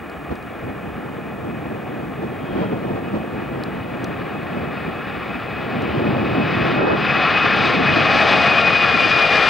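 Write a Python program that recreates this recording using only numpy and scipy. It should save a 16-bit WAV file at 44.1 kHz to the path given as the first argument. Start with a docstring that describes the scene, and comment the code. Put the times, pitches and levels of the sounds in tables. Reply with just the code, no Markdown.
"""A twin-engine airliner at takeoff thrust runs towards the listener, over 9.5 seconds.
First it is far off: a dull fan rush and whine, wind on a small camera, ticks, hiss and a thin whistle.
As it nears, the fans grow louder and brighter; their pitch creeps up, then sinks towards the end.
Just before 7 s a sharp gust hisses and the level dips; then jet roar and whine come on strongly.
Rush, roar and wind are shaped noise, the whine is sines and narrow noise, the ticks are noise bursts."""
import sys
import numpy as np
from scipy.fft import rfft, irfft, next_fast_len
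from scipy.io import wavfile

SR = 44100
rng = np.random.default_rng(int(sys.argv[2]) if len(sys.argv) > 2 else 0)


def to_wav(sig):
    """Store sig (one row per channel, or 1-D mono) as 16-bit WAV at the path in sys.argv[1].

    Samples outside -1..1 are clipped; the rate is SR.
    """
    pcm = np.clip(np.atleast_2d(sig), -1, 1) * 32767
    pcm = np.round(pcm).astype(np.int16)
    wavfile.write(sys.argv[1], SR, pcm.T)  # frames by channels


N = 418509
TIME = np.arange(N) / SR
SIZE = 2 * next_fast_len(N // 2 + 1, True)
FREQS = np.maximum(np.arange(SIZE // 2 + 1) * SR / SIZE, 1)
CUTOFF_HZ = 15850  # top of the sound


def from_db(db):
    """Decibels to gain."""
    return 10 ** (np.asarray(db) / 20)


def in_time(rows):
    """Each column of a curve, read at every sample."""
    seconds, *columns = np.transpose(rows)
    return [np.interp(TIME, seconds, column) for column in columns]


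def over_hz(points):
    """A table over log frequency, read at every bin."""
    hz, value = np.transpose(points)
    return np.interp(np.log(FREQS), np.log(hz), value)


def white():
    """Random spectrum of white noise."""
    return rng.standard_normal(len(FREQS)) + 1j * rng.standard_normal(len(FREQS))


def unit_in_band(gain, band):
    """Scale a spectrum so that its noise has rms 1 between two frequencies."""
    inside = (FREQS > band[0]) & (FREQS < band[1])
    return gain * SIZE / (2 * np.sqrt(np.sum(gain[inside] ** 2)))


def to_wave(spectrum):
    """From frequency bins to samples."""
    return irfft(spectrum, SIZE)[..., :N]


def noise(gain, band=(0, SR)):
    """Noise of the given colour, with rms 1 inside the band."""
    return to_wave(white() * unit_in_band(gain, band))


def drift(rate_hz):
    """A slow random curve of spread 1, changing about rate_hz times a second."""
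    return noise(1 / (1 + (FREQS / rate_hz) ** 2))


def narrow_noise(phase, width_hz):
    """A tone smeared into a narrow band by two random envelopes; rms 1."""
    return drift(width_hz) * np.cos(phase) + drift(width_hz) * np.sin(phase)


def swell(middle_s, width_s):
    """A smooth rise and fall of height 1 around a moment."""
    return np.exp(-np.minimum(((TIME - middle_s) / width_s) ** 2, 50))


def swelling(rows):
    """Brief swells with two rises each, added up into two level curves in dB."""
    return sum(np.outer(rises_db, swell(middle_s, width_s)) for middle_s, width_s, *rises_db in rows)


# hiss and whistle sink steadily once the aircraft is near
HISS_START_DB, WHISTLE_START_DB, WHISTLE_HZ = -61.5, -64, 15625
FADE_FROM_S, HISS_FADE_DB_PER_S, WHISTLE_FADE_DB_PER_S = 5.7, 1.5, 1.5
# small ticks on the camera body: start_s, level_db (before the shared tick_trim_db)
TICKS = [(0.0987, -39), (.355, -39), (.4259, -42), (3.637, -29.5), (4.0433, -24), (5.822, -35),
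         (7.5632, -36)]
# tone colour of a tick: pitch_hz, relative_level_db (per Hz)
TICK_COLOUR = [(1500, -22), (4200, 10.5), (6000, -3), (10000, -6), (15000, -21)]


def camera(tick_trim_db=-4.5, tick_decay_s=0.0022):
    """Preamplifier hiss, a thin electronic whistle and short dry ticks of the housing."""
    fading_s = np.maximum(TIME - FADE_FROM_S, 0)
    hiss_db = HISS_START_DB - HISS_FADE_DB_PER_S * fading_s
    whistle_db = WHISTLE_START_DB - WHISTLE_FADE_DB_PER_S * fading_s
    hiss_colour = from_db(over_hz([(1000, -5.5), (7000, 2.5), (15000, 0.0)]))
    hiss = from_db(hiss_db) * noise(hiss_colour, (4000, CUTOFF_HZ))
    whistle = from_db(whistle_db) * np.sqrt(2) * np.sin(2 * np.pi * WHISTLE_HZ * TIME)
    bursts = 0
    for start_s, level_db in TICKS:
        decay = np.exp(-np.minimum(np.abs(TIME - start_s) / tick_decay_s, 20))
        bursts = bursts + from_db(level_db + tick_trim_db) * (TIME >= start_s) * decay
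    return hiss + whistle + bursts * noise(from_db(over_hz(TICK_COLOUR)))


# faint high notes that swell now and then: middle_s, width_s, pitch_hz, level_db
SINGING = [(2.55, 0.23, 3210, -53), (5.92, 0.15, 3050, -45)]


def singing(width_hz=80):
    """Faint narrow bands of noise that rise and sink again."""
    notes = 0
    for middle_s, width_s, pitch_hz, level_db in SINGING:
        note = narrow_noise(2 * np.pi * pitch_hz * TIME, width_hz)
        notes = notes + from_db(level_db) * swell(middle_s, width_s) * note
    return notes


# the steady wind under the gusts: time_s, level_db
BREEZE = [(0, -38.5), (1.2, -32), (3.6, -28.5), (5.5, -32.5), (5.95, -21.5), (6.85, -22), (7.3, -28),
          (8.7, -25.5), (9.49, -31.5)]
# gusts on the microphone: middle_s, width_s, rise_db
GUSTS = [(.315, 0.017, 14.5), (.66, .05, 6), (.88, .025, 6), (1.48, 0.053, 4.5), (1.75, 0.055, 2.5),
         (2.24, 0.033, 3.5), (2.6, .09, 8.5), (2.739, .035, 10), (2.91, 0.063, 6), (3.16, 0.043, 5),
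         (4.03, 0.022, 2.5), (4.6, 0.091, 4), (4.89, 0.028, 4.5), (6.92, 0.019, 5.5), (7.82, 0.28, 5),
         (9.05, 0.046, 0.5)]


def wind_strength():
    """Buffeting in dB: the breeze, and the rise of the gusts that ride on it."""
    breeze_db = in_time(BREEZE)[0]
    gust_db = sum(rise_db * swell(middle_s, width_s) for middle_s, width_s, rise_db in GUSTS)
    return breeze_db, gust_db


# slow air pressure on the camera body: pitch_hz, relative_level_db (per Hz)
RUMBLE = [(12, -22.5), (40, -5), (70, 9.5), (120, -6), (300, -28), (2000, -100)]


def rumble(level_db=-49.0, lump_db=2.5, follow=0.68):
    """Large eddies press on the whole camera, much alike at both ports and harder in gusts."""
    _, gust_db = wind_strength()
    colour = from_db(over_hz(RUMBLE))
    ports = noise(colour) + .45 * np.array([noise(colour), noise(colour)])
    return ports * from_db(level_db + follow * gust_db + lump_db * drift(10))


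SHARP_GUST_FROM_S, SHARP_GUST_TO_S = 6.78, 6.96


def sharp_gust():
    """1 while the sharp gust blows, 0 otherwise, with edges of 20 ms."""
    inside_s = np.minimum(TIME - SHARP_GUST_FROM_S, SHARP_GUST_TO_S - TIME)
    return np.clip(inside_s / .02 + .5, 0, 1)


SHARP_GUST_DB = -15
# tone colour of the buffeting: pitch_hz, relative_level_db (per Hz)
WIND = [(20, -40.5), (45, -31), (80, -6), (130, 0.5), (220, 2), (350, -0.5), (550, -6.5), (900, -14),
        (1600, -27), (3200, -35), (7000, -58), (15000, -82)]
# tone colour of the sharp gust's hiss: pitch_hz, relative_level_db (per Hz)
PORT_HISS = [(100, -14.5), (380, 4.5), (800, -4.5), (1600, -9), (3000, -29.5), (6000, -61), (15000, -85)]
# how far the left port leads the right: pitch_hz, lead_radians
WIND_LEAD = [(40, 0.7), (130, 0.5), (260, 1.25), (500, 1.55), (1000, 1.3), (3000, 1)]
# how alike the wind is at the two ports: pitch_hz, likeness_0_to_1
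WIND_LIKENESS = [(30, 1), (100, 0.89), (400, 0.97), (1000, 0.75), (4000, 0.17)]


def wind(lump_db=1.0, rasp_db=1.65):
    """Eddies sweep over the left port, then the right; they come in lumps, and the small ones in bursts."""
    strength_db = sum(wind_strength())
    colour = unit_in_band(from_db(over_hz(WIND)), (70, 350))
    alike = np.clip(over_hz(WIND_LIKENESS), 0, 1)
    lead = np.exp(.5j * over_hz(WIND_LEAD) * [[1], [-1]])  # half the lead on each side
    shared = np.sqrt(alike) * white() * lead
    separate = np.sqrt(1 - alike) * np.array([white(), white()])
    ports = colour * (shared + separate)
    small = FREQS ** 2 / (FREQS ** 2 + 400 ** 2)  # small eddies make the higher part
    eddies = to_wave(ports * (1 - small)) + to_wave(ports * small) * from_db(rasp_db * drift(24))
    buffeting = eddies * from_db(strength_db + lump_db * drift(9.9))
    hiss = np.array([noise(from_db(over_hz(PORT_HISS))) for port in range(2)])
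    return buffeting + hiss * sharp_gust() * from_db(SHARP_GUST_DB)


# reflections around the microphone carve fixed dips: pitch_hz, width_hz, depth_db
DIPS = [(550, 90, -3), (945, 130, -9), (1510, 130, -4), (2100, 230, -4), (2660, 130, -5), (3180, 170, -4),
        (6850, 450, -4)]


def airborne(spectrum):
    """Gain per bin of a distant sound after the reflections around the microphone."""
    dips_db = sum(depth * np.exp(-2 * ((FREQS - hz) / width) ** 2) for hz, width, depth in DIPS)
    return from_db(over_hz(spectrum) + dips_db)


# exhaust jets: time_s, level_db (before surges and beaming)
JETS = [(0, -36), (3.5, -33), (5.5, -30), (7.2, -26), (8.0, -21.5), (9.0, -24)]
# the roar surges: middle_s, width_s, rise_db, small_over_large_eddies_db
SURGES = [(7.22, 0.15, 3.5, 4.5), (8.32, 0.28, 5.5, 6), (9.37, .16, 5, -0.5)]
# tone colour of the roar: pitch_hz, relative_level_db (per Hz)
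ROAR = [(30, -31.5), (90, -19.5), (280, -13.5), (460, 5.5), (720, 7), (900, 6), (1200, -8.5), (2500, -51.5),
        (8000, -87.5)]


def jet_roar(far_db=-6.0, near_db=-4.0, billow_db=0.88, pivot_hz=520):
    """Turbulent mixing behind the engines, beamed more to the listener as the aircraft nears."""
    surge_db, bright_db = swelling(SURGES)
    roar_db = in_time(JETS)[0] + surge_db
    beam_db = np.interp(TIME, [5.5, 7.5], [far_db, near_db])
    source = white() * unit_in_band(airborne(ROAR), (550, 850))
    large = 1 / (1 + (FREQS / pivot_hz) ** 6)  # the large eddies carry the low part of the roar
    roar = to_wave(source * (1 - large)) + to_wave(source * large) * from_db(-bright_db)
    return roar * from_db(roar_db + beam_db + billow_db * drift(32))


# the run: the aircraft comes abeam only after the sound has ended
START_SPEED_M_PER_S, ACCEL_M_PER_S2, SOUND_M_PER_S = 72, 2, 343
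ABEAM_S, ABEAM_M = 11.8, 225  # when it comes abeam, and how far off


def flight():
    """Nearness (dB above the start) and Doppler factor of an aircraft gathering speed on a straight line."""
    speed = START_SPEED_M_PER_S + ACCEL_M_PER_S2 * TIME
    left_s = ABEAM_S - TIME
    to_go = left_s * (speed + .5 * ACCEL_M_PER_S2 * left_s)
    distance = np.hypot(to_go, ABEAM_M)
    near_db = 20 * np.log10(distance[0] / distance)
    closing_speed = speed * to_go / distance
    return near_db, 1 / (1 - closing_speed / SOUND_M_PER_S)


# tone colour of the fan rush: pitch_hz, relative_level_db (per Hz)
RUSH = [(700, -19.5), (1020, 1), (1300, 1), (1800, 0), (2250, 0.5), (2480, 0.5), (2650, -2), (3500, -6.5),
        (4300, -13), (5000, -13), (5500, -22.5), (6100, -23), (6900, -31), (7500, -32), (9000, -40.5),
        (15000, -56)]


def fan_rush(rush_db, treble_db, near_treble_db=-7.5, twinkle_db=0.5, shared_db=0.97, absorb_hz=3300):
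    """Broadband fan noise: the air takes treble in step with frequency, and each band twinkles on the way."""
    source = white() * unit_in_band(airborne(RUSH), (1100, 2200))
    centres = np.geomspace(1000, 11000, 10)
    together_db = shared_db * drift(21)  # all bands waver together
    treble_change_db = np.minimum(treble_db - near_treble_db, 2)
    rush = 0
    for hz, pick in zip(centres, np.eye(len(centres))):
        band = to_wave(source * np.interp(FREQS, centres, pick))
        air_db = treble_change_db * max(hz - 1600, 0) / absorb_hz
        rush = rush + band * from_db(air_db + together_db + twinkle_db * drift(6.8))
    return rush * from_db(rush_db)


BLADE_HZ = 1971  # blade tone as heard on board
# the second fan runs a little faster, so the two tones beat
SECOND_FAN_HZ, SECOND_FAN_DB = 13, -8.5
# fan blade tone: time_s, level_over_rush_db, share_scattered (held between 0 and 1)
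FAN = [(0, -12, 0.2), (3.5, -10.5, 1), (6.7, -6, 1.06), (7.3, -2.5, 0.6), (8.25, -6.5, 0.42),
       (8.65, 1.5, 0.25), (9.15, 1.5, 0.15), (9.49, -1, 0.03)]
# engine tones: multiple_of_blade_tone, relative_level_db (before air loss), width_hz
TONES = [(.555, -9.5, 5.4), (.682, -23.5, 25), (1.125, -16, 25), (1.424, -19.5, 35), (1.62, -29, 30),
         (1.876, -24, 45), (2.002, -21.5, 23)]


def fan_whine(rush_db, treble_db, doppler, flutter_db=1.3, smear_hz=30, waver_hz=7):
    """The tone of the fan blades; turbulence on the way bends it, makes it flutter and scatters it."""
    tone_db, scattered = in_time(FAN)
    scattered = np.clip(scattered, 0, 1)
    phase = 2 * np.pi * np.cumsum(BLADE_HZ * doppler + waver_hz * drift(14.9)) / SR
    beat_phase = 2 * np.pi * np.cumsum(SECOND_FAN_HZ + waver_hz * drift(5.9)) / SR
    second = from_db(SECOND_FAN_DB) * np.sin(phase + beat_phase)
    clean = np.sqrt(2) * (np.sin(phase) + second) * from_db(flutter_db * drift(22))
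    whine = np.sqrt(1 - scattered) * clean + np.sqrt(scattered) * narrow_noise(phase, smear_hz)
    air_db = treble_db - treble_db.max()  # from afar the upper tones are lost in the air
    for multiple, level_db, width_hz in TONES:
        gain = from_db(level_db + air_db * max(multiple - 1, 0))
        whine = whine + gain * narrow_noise(multiple * phase, width_hz)
    return whine * from_db(rush_db + tone_db)


# treble near 5 kHz relative to the rush: at the start, and dB gained per dB of nearness
FAR_TREBLE_DB, TREBLE_GROWTH = -30.5, 2.155
# the approach: time_s, fan_rush_level_db (before swells)
APPROACH = [(0, -39), (2.9, -39), (5.6, -32.5), (6.3, -30.5), (6.95, -25.5), (7.25, -20), (7.85, -22),
            (8.2, -23.5), (9.49, -20)]
# the fans change briefly: middle_s, width_s, rush_rise_db, further_treble_rise_db
SWELLS = [(.3, 0.8, -1, 2.5), (2.55, 0.14, 1, 4), (6.58, 0.19, 3.5, 0.5), (7.66, 0.076, 1, 3),
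          (8.25, 0.3, 3.5, 3)]
# where the aircraft is: time_s, left_minus_right_db
BEARING = [(0, 1), (8.3, 3), (9.49, 4.5)]


def scene():
    """The aircraft a little to the left, a trace of it scattered by the airfield, wind and camera close by."""
    swell_db, bright_db = swelling(SWELLS)
    rush_db = in_time(APPROACH)[0] + swell_db
    near_db, doppler = flight()
    treble_db = FAR_TREBLE_DB + TREBLE_GROWTH * near_db + bright_db
    pan_db = in_time(BEARING)[0] * np.array([[.5], [-.5]])
    fans = fan_rush(rush_db, treble_db) + fan_whine(rush_db, treble_db, doppler)
    aircraft = (fans + jet_roar()) * from_db(pan_db)
    # the direct sound takes over as the aircraft nears
    diffuse_db = np.interp(TIME, [5, 7.2], [-14, -24])
    delayed = np.interp(TIME - .06, TIME, aircraft.mean(axis=0))
    scattered = from_db(diffuse_db) * delayed * np.array([[1], [-1]])  # opposite sign on the two sides
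    return aircraft + scattered + wind() + rumble() + singing() + camera()


DIP_DB = -4  # level change while the sharp gust lasts


def record(dry):
    """The level dips briefly, the highest peaks are rounded, and the top is cut steeply."""
    dipped = dry * from_db(DIP_DB * sharp_gust())
    rounded = dipped / (1 + (dipped / .95) ** 12) ** (1 / 12)
    return to_wave(rfft(rounded, SIZE) / np.sqrt(1 + (FREQS / CUTOFF_HZ) ** 400))


dry = scene()
out = record(dry)
to_wav(out)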